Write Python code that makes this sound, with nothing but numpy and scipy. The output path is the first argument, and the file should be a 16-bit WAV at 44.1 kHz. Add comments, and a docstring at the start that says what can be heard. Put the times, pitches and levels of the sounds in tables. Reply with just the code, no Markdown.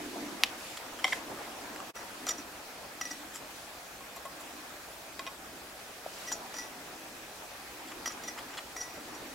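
"""A man loads a broken-open double-barrel shotgun in a snowy yard. A stud snaps, then a belt catch
clacks and squeaks. The level dips briefly; metal pieces clink as he digs in his jacket. From 4 s,
cartridges tap the steel chambers and seat, ringing the barrels. A soft plop follows, then more clinks
and plastic ticks. Throughout, the jacket rustles over faint hiss, hum and a swelling hollow drone;
ground and wall return a weak echo."""
import sys
import numpy as np
from scipy import signal
from scipy.fft import rfft, irfft, next_fast_len
from scipy.io import wavfile
from scipy.ndimage import uniform_filter1d

SR = 44100
rng = np.random.default_rng(int(sys.argv[2]) if len(sys.argv) > 2 else 0)


def transcribe(u):
    """Save the signal u as a 16-bit wav file named by the first command-line argument.

    u: samples, shape (n,) or (channels, n), limited to [-1, 1]; the rate is SR.
    q: integer samples, one column per channel.
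    """
    v = np.clip(np.atleast_2d(u).T, -1, 1)
    q = np.round(v * 32767).astype(np.int16)
    wavfile.write(sys.argv[1], SR, q)


N = 412148

# cartridge contacts: start_s, scrape_s, level_db, depth (0 rim, 1 home)
CARTRIDGE_CONTACTS = [(4.003, .005, -45.5, .55), (4.160, 0.0099, -43, .15), (4.250, 0.0096, -37, .5),
                      (4.395, 0.03, -47.5, .05), (5.193, 0.0013, -38.5, 1), (5.2651, .001, -41.5, 1),
                      (5.2712, 0.0035, -41.5, 1)]
# barrel modes: pitch_hz, level_db, t60_s
BARREL_MODES = [(670, -3, 0.078), (1085, 3, 0.094), (1410, -11, 0.059), (1780, -5, 0.021), (2010, 2, 0.068),
                (2460, -7, 0.065), (2800, -13, 0.062), (3180, 3, .02), (3760, 2, 0.023), (4270, -19, 0.013),
                (5680, 9, .03), (7260, 6, .03), (8100, 5, .035), (11800, -1, .03), (12700, -6, .02)]
# barrel bands: edge_hz
BARREL_EDGES_HZ = [500, 1500, 2800, 4500, 6500, 14000]
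# rim graze, wall tap, seating: gain_db per band
BARREL_VOICES_DB = [(-1, -10, -16, -19, 1.5), (0, -21, -18, -28, -13.5), (-0.094, -2.5, -5, -6.5, -15)]


def chambers():
    """Cartridges graze the breech and drop home, ringing the barrels."""
    track = np.zeros(N)
    for start_s, scrape_s, level_db, depth in CARTRIDGE_CONTACTS:
        bands_db = level_db + blend_voices(BARREL_VOICES_DB, depth)
        tap = strike(scrape_s, bands_db, BARREL_MODES, BARREL_EDGES_HZ, crack_db=10.5, crack_t60_s=0.014)
        add(track, start_s, tap)
    return amp(-1.1) * track


# stud impacts: start_s, level_db
STUD_IMPACTS = [(0.4337, -27), (0.436, 1.5), (.4376, -24), (.4390, -28), (0.44, -23), (.4424, -35),
                (.4475, -33)]
# stud click spectrum: freq_hz, level_db
STUD_SPECTRUM = [(300, -48), (800, -7.5), (1500, -10), (2300, -0.5), (3000, 3.5), (4000, -1), (5500, -6.5),
                 (8300, -20.5), (11500, -14.5), (13000, -21), (15000, -44)]


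def stud():
    """A stud snaps shut: a hard click, small bounces, a trace of buzz."""
    track, click = np.zeros(N), pulse(STUD_SPECTRUM)
    t = np.arange(SR // 20) / SR
    buzz = amp(-29) * rng.standard_normal(len(t)) * fade(t, t60_s=0.044)
    for start_s, level_db in STUD_IMPACTS:
        add(track, start_s, -amp(level_db) * click)
    return amp(-1.5) * (track + signal.fftconvolve(track, buzz)[:N])


# catch contacts: start_s, scrape_s, level_db
CATCH_CONTACTS = [(1.0427, 0.0011, -23.5), (1.0491, 0.0023, -32.5), (1.066, 0.0036, -40),
                  (1.077, .007, -38), (1.122, 0.0092, -36), (1.1293, .003, -34)]
# catch modes: pitch_hz, level_db, t60_s
CATCH_MODES = [(756, 2, 0.052), (1050, 6.5, 0.024), (1840, -9, 0.014), (2060, 8, 0.023),
               (2250, -0.5, 0.024), (3240, 5, 0.024), (3570, 9, 0.01), (4740, 4.5, .018), (5620, 11, 0.014),
               (7330, 7, 0.015), (11300, -13, .012)]
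# catch bands: edge_hz
CATCH_EDGES_HZ = [500, 1400, 2700, 4300, 14000]
# catch timbre: gain_db per band
CATCH_VOICE_DB = [-6.5, -.5, -5, -9]
# squeak glide: time_s, pitch_hz, level_db
CATCH_SQUEAK = [(1.1205, 2400, -40), (1.1250, 2120, -23), (1.1280, 2000, -22), (1.131, 1700, -24.5),
                (1.1360, 1650, -45)]


def belt_catch():
    """The stiff catch clacks, then squeaks home; pitch falls as stick-slip slows."""
    track = np.zeros(N)
    for start_s, scrape_s, level_db in CATCH_CONTACTS:
        bands_db = level_db + np.array(CATCH_VOICE_DB)
        clack = strike(scrape_s, bands_db, CATCH_MODES, CATCH_EDGES_HZ, crack_db=4, crack_t60_s=0.015)
        add(track, start_s, clack)
    time_s, pitch_hz, squeak_db = np.transpose(CATCH_SQUEAK)
    t = np.arange(time_s[0], time_s[-1], 1 / SR)
    phase = 2 * np.pi * np.cumsum(np.interp(t, time_s, pitch_hz)) / SR
    squeak = np.sin(phase) + amp(-28) * np.sin(2 * phase)
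    add(track, time_s[0], amp(np.interp(t, time_s, squeak_db)) * squeak)
    return amp(-1) * track


# pocket contacts: start_s, scrape_s, knock_db, ring_db, place (0 middle, 1 end), t60_scale
POCKET_CONTACTS = [(1.957, 0.021, -43.5, -44, 0, 1.6), (2.2674, 0.0032, -37.5, -38, 0.24, 0.67),
                   (2.275, .01, -41, -39, 1, 0.63), (2.2875, 0.0074, -34, -31, 1, .45),
                   (2.302, 0.012, -52, -31, 0.63, 0.32), (2.377, .018, -51, -43, .6, .6),
                   (3.012, 0.0026, -38.5, -33, 0.23, 0.51), (3.0528, 0.0025, -46.5, -38, 0, 0.73),
                   (3.108, 0.009, -48, -37, 0.19, 0.46), (6.269, 0.031, -48, -39, 0, 0.92),
                   (6.3175, .0022, -36.5, -51, .7, .7), (6.322, 0.0072, -50, -34, 0.96, 0.74),
                   (6.541, .0034, -46, -42.5, 0.69, 1.7), (6.565, .0036, -52, -39, 0.6, 1.6),
                   (6.584, .0037, -47, -36, 0.18, 1.8), (8.0581, 0.0044, -36.5, -32.5, 0, 0.96),
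                   (8.072, .008, -41, -36.5, .4, 0.67), (8.121, .003, -55, -46, 1, 0.74),
                   (8.235, 0.0074, -46, -42.5, 0.58, 1), (8.276, 0.013, -41, -36, .25, .6),
                   (8.7645, 0.0042, -40.5, -35.5, 0.23, 4.3), (8.804, 0.025, -48, -35, 0.53, 0.98),
                   (9.138, 0.019, -59, -46.5, .7, 1)]
# knock spectrum: freq_hz, level_db
KNOCK_SPECTRUM = [(300, -17), (750, 2), (1000, -3), (1280, 5), (1550, -1), (2600, -5.5), (4000, -9.5),
                  (6000, -12.5), (8000, -16), (10000, -19), (13000, -19), (16000, -29)]
# metal piece modes: pitch_hz, level_db, base_t60_s
CLINK_MODES = [(1957, -3, 0.18), (5010, -14.5, 0.15), (5773, -2, 0.15), (5795, -19, 0.22), (5880, -8, 0.12),
               (7000, 0.5, 0.1), (7400, -15, 0.073), (9100, -17, .08), (11300, -19, .09),
               (11080, -2.5, 0.13), (12898, -17, .08), (13561, -14, .08)]
# clink bands: split_hz
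CLINK_SPLITS_HZ = [4000, 6500, 9000]
# middle hit, end hit: gain_db per band
CLINK_VOICES_DB = [(0, 0, -19, -12.5), (-13, 0, -2.5, -19.5)]


def pocket_clinks():
    """Small metal pieces knock and ring in pure tones; cloth damping varies per contact."""
    track, t = np.zeros(N), np.arange(SR // 4) / SR
    pitch_hz, mode_db, base_t60_s = np.transpose(CLINK_MODES)
    band = np.digitize(pitch_hz, CLINK_SPLITS_HZ)
    click = pulse(KNOCK_SPECTRUM)
    for start_s, scrape_s, knock_db, ring_db, place, t60_scale in POCKET_CONTACTS:
        force = contact_force(scrape_s, t)
        burst = rng.standard_normal(SR // 20) * fade(t[:SR // 20], t60_s=0.017)
        knock = signal.fftconvolve(click, burst)
        add(track, start_s, amp(knock_db) * unit_hit(signal.fftconvolve(force, knock)))
        modes = np.sin(2 * np.pi * pitch_hz[:, None] * t) * fade(t, base_t60_s[:, None] * t60_scale)
        tones = signal.fftconvolve(force[None], modes, axes=1)
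        place_db = blend_voices(CLINK_VOICES_DB, place)[band]
        gains = amp(ring_db + mode_db + place_db + rng.normal(0, 1, len(pitch_hz)))
        add(track, start_s, sum(gain * unit_hit(tone) for gain, tone in zip(gains, tones)))
    return track


# hull and jacket trim contacts: start_s, scrape_s, level_db, hardness (0 to 1)
HULL_CONTACTS = [(0.771, 0.0054, -41, 0.7), (0.988, .012, -40.5, .15), (1.76, 0.0025, -47, .5),
                 (1.8016, .001, -41.5, 0), (3.321, .002, -55, .7), (3.337, 0.036, -42, 1),
                 (3.355, .0069, -47, 0.7), (7.871, .026, -48, .75), (7.913, .012, -42.5, 0.17),
                 (8.102, .012, -43.5, .1), (8.376, 0.013, -40.5, .15), (8.386, .0073, -43, .5),
                 (8.533, 0.013, -47, .5), (8.572, 0.011, -39.5, .5), (8.581, 0.011, -40.5, 0.45)]
# hull modes: pitch_hz, level_db, t60_s
HULL_MODES = [(1200, 1, 0.016), (1390, 8.5, 0.0025), (2970, -8.5, 0.011), (3330, -15, 0.026),
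              (5180, -8.5, 0.01), (7430, 1, 0.0045)]
# hull bands: edge_hz
HULL_EDGES_HZ = [500, 1800, 4500, 14000]
# soft, firm, hard contact: gain_db per band
HULL_VOICES_DB = [(-1.5, -9.5, -14), (-8.5, -1, -9.5), (-11, -7, 1.5)]
# hollow plop: start_s, level_db, pitch_hz, length_s
HULL_PLOP = [(6.0620, -28, 660, .0045)]


def hulls():
    """Plastic hulls tick with hardly any ring; one soft plop."""
    track = np.zeros(N)
    for start_s, scrape_s, level_db, hardness in HULL_CONTACTS:
        bands_db = level_db + blend_voices(HULL_VOICES_DB, hardness)
        tick = strike(scrape_s, bands_db, HULL_MODES, HULL_EDGES_HZ, crack_db=-5.5, crack_t60_s=0.0081)
        add(track, start_s, tick)
    for start_s, level_db, pitch_hz, length_s in HULL_PLOP:
        t = np.arange(round(length_s * SR)) / SR
        arch = np.sqrt(np.abs(np.sin(np.pi * t / length_s)))
        add(track, start_s, amp(level_db) * np.sin(2 * np.pi * pitch_hz * t) * arch)
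    return track


# jacket motion, used relative to its mean: time_s, motion_db
JACKET_MOTION = [(0.0, -46.5), (0.49, -47.5), (1.33, -46.5), (1.74, -47), (1.93, -48.5), (2.24, -47.5),
                 (2.65, -50.5), (3.38, -50), (4.09, -53), (4.5, -49.5), (5.47, -53), (6.09, -50),
                 (6.22, -48), (6.87, -49.5), (7.39, -50.5), (8.25, -48), (8.74, -49.5), (9.35, -47.5)]
# hand or sleeve brushes: centre_s, length_s, level_db
JACKET_BRUSHES = [(.2, 1, -52.5), (0.68, 0.28, -48), (1.115, 0.19, -44), (3.1, 0.31, -50), (3.597, .3, -54),
                  (6.23, 0.37, -48.5), (6.6, 0.21, -52)]
# cloth rub spectrum: freq_hz, level_db
RUB_SPECTRUM = [(150, -16.5), (400, -6.5), (700, -3), (1300, -7), (2200, -11), (4000, -23), (10000, -37)]
# surface swish spectrum: freq_hz, level_db
SWISH_SPECTRUM = [(500, -25), (1500, -3), (2600, 2.5), (4200, 1), (5500, 0.5), (7400, -1), (9000, -6.5),
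                  (11500, -6.5), (16000, -25)]


def jacket():
    """Cloth rubs and swishes, louder with motion; each brush adds swish."""
    motion_db = curve(JACKET_MOTION)
    motion_db -= motion_db.mean()
    t, brushes = np.arange(N) / SR, np.zeros(N)
    for centre_s, length_s, level_db in JACKET_BRUSHES:
        brushes += amp(level_db) * np.cos(np.pi * np.clip((t - centre_s) / length_s, -0.5, 0.5))
    rub = amp(-51 + 1.7 * motion_db) * stereo_noise(RUB_SPECTRUM, patchy_db=3)
    swish = np.hypot(amp(-55 + motion_db), brushes) * stereo_noise(SWISH_SPECTRUM, patchy_db=1.4)
    return rub + swish


# outdoor hiss spectrum: freq_hz, level_db
HISS_SPECTRUM = [(15, -46), (25, -19), (49, -7.5), (96, -10.5), (228, -7), (291, -6), (382, -6.5),
                 (749, -1), (1010, -6), (1680, -5.5), (2260, -9.5), (2520, -5.5), (2730, -11.5),
                 (4450, -12), (15800, -20)]
# drone spectrum: freq_hz, level_db
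DRONE_SPECTRUM = [(60, -44), (140, -21), (220, -8), (265, -3), (305, 0), (370, -7.5), (500, -20),
                  (1000, -26), (3000, -75)]
# drone swells: start_s, hold_s, level_db
DRONE_SWELLS = [(0, 0.34, -44), (1.053, 0.71, -51), (2.24, .16, -52), (3.003, 0.42, -55.5),
                (4.35, 0.31, -56.5), (5.184, 0.45, -58.5), (6.3, 0.8, -56), (7.88, 0.44, -53.5),
                (9.053, 0.22, -51)]


def outdoors(rise_db_per_s=53, fall_db_per_s=48):
    """Steady hiss, faint low hum and a hollow drone whose swells rise, hold and fall."""
    t, swells = np.arange(N) / SR, np.zeros(N)
    for start_s, hold_s, level_db in DRONE_SWELLS:
        rise_db = rise_db_per_s * np.maximum(start_s - t, 0)
        fall_db = fall_db_per_s * np.maximum(t - start_s - hold_s, 0)
        swells = np.maximum(swells, amp(level_db - rise_db - fall_db))
    hum_hz_db = [(35, -60), (50, -16), (56, -9), (63, 4), (85, -60), (300, -120)]
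    hum = amp(-75.5) * stereo_noise(hum_hz_db, patchy_db=-3)
    hiss = amp(-47.7) * stereo_noise(HISS_SPECTRUM, patchy_db=1.5)
    drone = swells * stereo_noise(DRONE_SPECTRUM, patchy_db=1.5)
    return hiss + drone + hum


# echo decay: freq_hz, t60_s
YARD_DECAY = [(300, 0.055), (2500, 0.26), (10000, 0.079)]


def yard_echo(x, delay_s):
    """Short scattered echo, different at each ear."""
    hz, t, noise = signal.stft(rng.standard_normal((2, SR // 4)), SR, nperseg=256)
    tail = signal.istft(noise * fade(t, along(YARD_DECAY, hz)[:, None]))[1]
    tail = np.pad(tail / np.linalg.norm(tail[0]), ((0, 0), (round(delay_s * SR), 0)))
    return signal.fftconvolve(x[None], tail, axes=1)[:, :N]


# left-right likeness: freq_hz, correlation
STEREO_CORRELATION = [(60, 1), (120, 0.92), (240, 0.94), (480, 0.8), (950, 0.57), (1890, 0.19),
                      (3770, 0.11), (7520, 0.28), (15000, 0.77)]


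def stereo_noise(spectrum, patchy_db):
    """Shaped noise at rms 1, with random gain patches in time and frequency."""
    cells = signal.stft(rng.standard_normal((2, N)), nperseg=512)[2]
    patches = uniform_filter1d(rng.standard_normal(cells.shape[1:]), size=10, axis=0)
    patches = uniform_filter1d(patches, size=8, axis=1)
    pair = signal.istft(cells * amp(patchy_db * unit_rms(patches)))[1][:, :N]

    def mid_side_gains(hz):
        angle = np.arccos(np.clip(along(STEREO_CORRELATION, hz), -1, 1)) / 2
        return amp(along(spectrum, hz)) * [np.cos(angle), np.sin(angle)]
    mid, side = filtered(pair, mid_side_gains)
    return unit_rms(np.array([mid + side, mid - side]))


def strike(scrape_s, bands_db, modes, edges_hz, crack_db, crack_t60_s):
    """One contact, levelled per band: dense damped modes crack, a few free ones ring."""
    t = np.arange(SR // 4) / SR
    body = amp(crack_db) * rng.standard_normal(len(t)) * fade(t, crack_t60_s)
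    for pitch_hz, level_db, t60_s in modes:
        gain = rng.choice([-1, 1]) * amp(level_db + rng.normal(0, 1))
        body += gain * np.sin(2 * np.pi * pitch_hz * t) * fade(t, t60_s)
    sound = signal.fftconvolve(contact_force(scrape_s, t), body)[:len(t)]
    bands = [signal.butter(4, pair, 'band', fs=SR, output='sos') for pair in zip(edges_hz, edges_hz[1:])]
    return sum(amp(db) * unit_hit(signal.sosfilt(band, sound)) for band, db in zip(bands, bands_db))


def contact_force(scrape_s, t):
    """A first touch, then tiny slips; long scrapes start softly."""
    pressure = (1 - np.exp(-t / (0.34 * scrape_s))) * np.exp(-(t / scrape_s) ** 2)
    grain = rng.standard_normal(len(t))
    slips = unit_hit(grain * np.abs(grain) * pressure)
    touch = 0.53 * unit_hit(t == 0) * np.exp(-scrape_s / 0.02)
    return touch + slips


def blend_voices(voices_db, position):
    """Band gains in dB at position 0 to 1 between evenly spaced voices."""
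    grid = np.linspace(0, 1, len(voices_db))
    return np.array([np.interp(position, grid, band_db) for band_db in np.transpose(voices_db)])


def pulse(spectrum, size=1024):
    """Minimum-phase click at peak 1."""
    cepstrum = irfft(np.log(amp(along(spectrum, np.fft.rfftfreq(size, 1 / SR)))))
    cepstrum[1:size // 2] *= 2
    cepstrum[size // 2 + 1:] = 0
    click = irfft(np.exp(rfft(cepstrum)))
    return click / np.abs(click).max()


def amp(db):
    return 10 ** (np.asarray(db) / 20)


def unit_rms(x):
    return x / np.sqrt(np.mean(x ** 2) + 1e-20)


def unit_hit(x):
    """Scale to the energy of 10 ms at rms 1."""
    return x / np.sqrt(np.sum(x ** 2) / (SR / 100) + 1e-20)


def fade(t, t60_s):
    return amp(-60 * t / t60_s)


def along(points, hz):
    """Interpolate (freq_hz, value) points on a log axis."""
    freq_hz, values = np.transpose(points)
    return np.interp(np.log(hz + 1), np.log(freq_hz + 1), values)


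def curve(points):
    """Interpolate (time_s, value) points per sample."""
    return np.interp(np.arange(N) / SR, *np.transpose(points))


def add(track, start_s, x):
    part = track[round(start_s * SR):][:len(x)]
    part += x[:len(part)]


def filtered(x, gain_at_hz):
    size = next_fast_len(N + SR // 2)
    return irfft(rfft(x, size) * gain_at_hz(np.fft.rfftfreq(size, 1 / SR)), size)[..., :N]


def scene():
    """Handling sounds from straight ahead, scattered by ground and wall, over rustle and outdoor air."""
    snap = stud()
    handling = belt_catch() + pocket_clinks() + chambers() + hulls()
    direct = (handling + snap) * amp([[0.25], [-0.25]])
    ground = amp(-14) * yard_echo(handling, delay_s=0.002)
    wall = amp(-21) * yard_echo(handling + snap, delay_s=0.022)
    return direct + ground + wall + jacket() + outdoors()


# brief level dip: time_s, gain_db
LEVEL_DIP = [(1.903, 0), (1.931, -33), (1.955, 0)]


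def record(dry, cutoff_hz=15850):
    """One brief level dip, then a brick-wall low-pass."""
    return filtered(dry * amp(curve(LEVEL_DIP)), lambda hz: hz < cutoff_hz)


dry = scene()
out = record(dry)
transcribe(out)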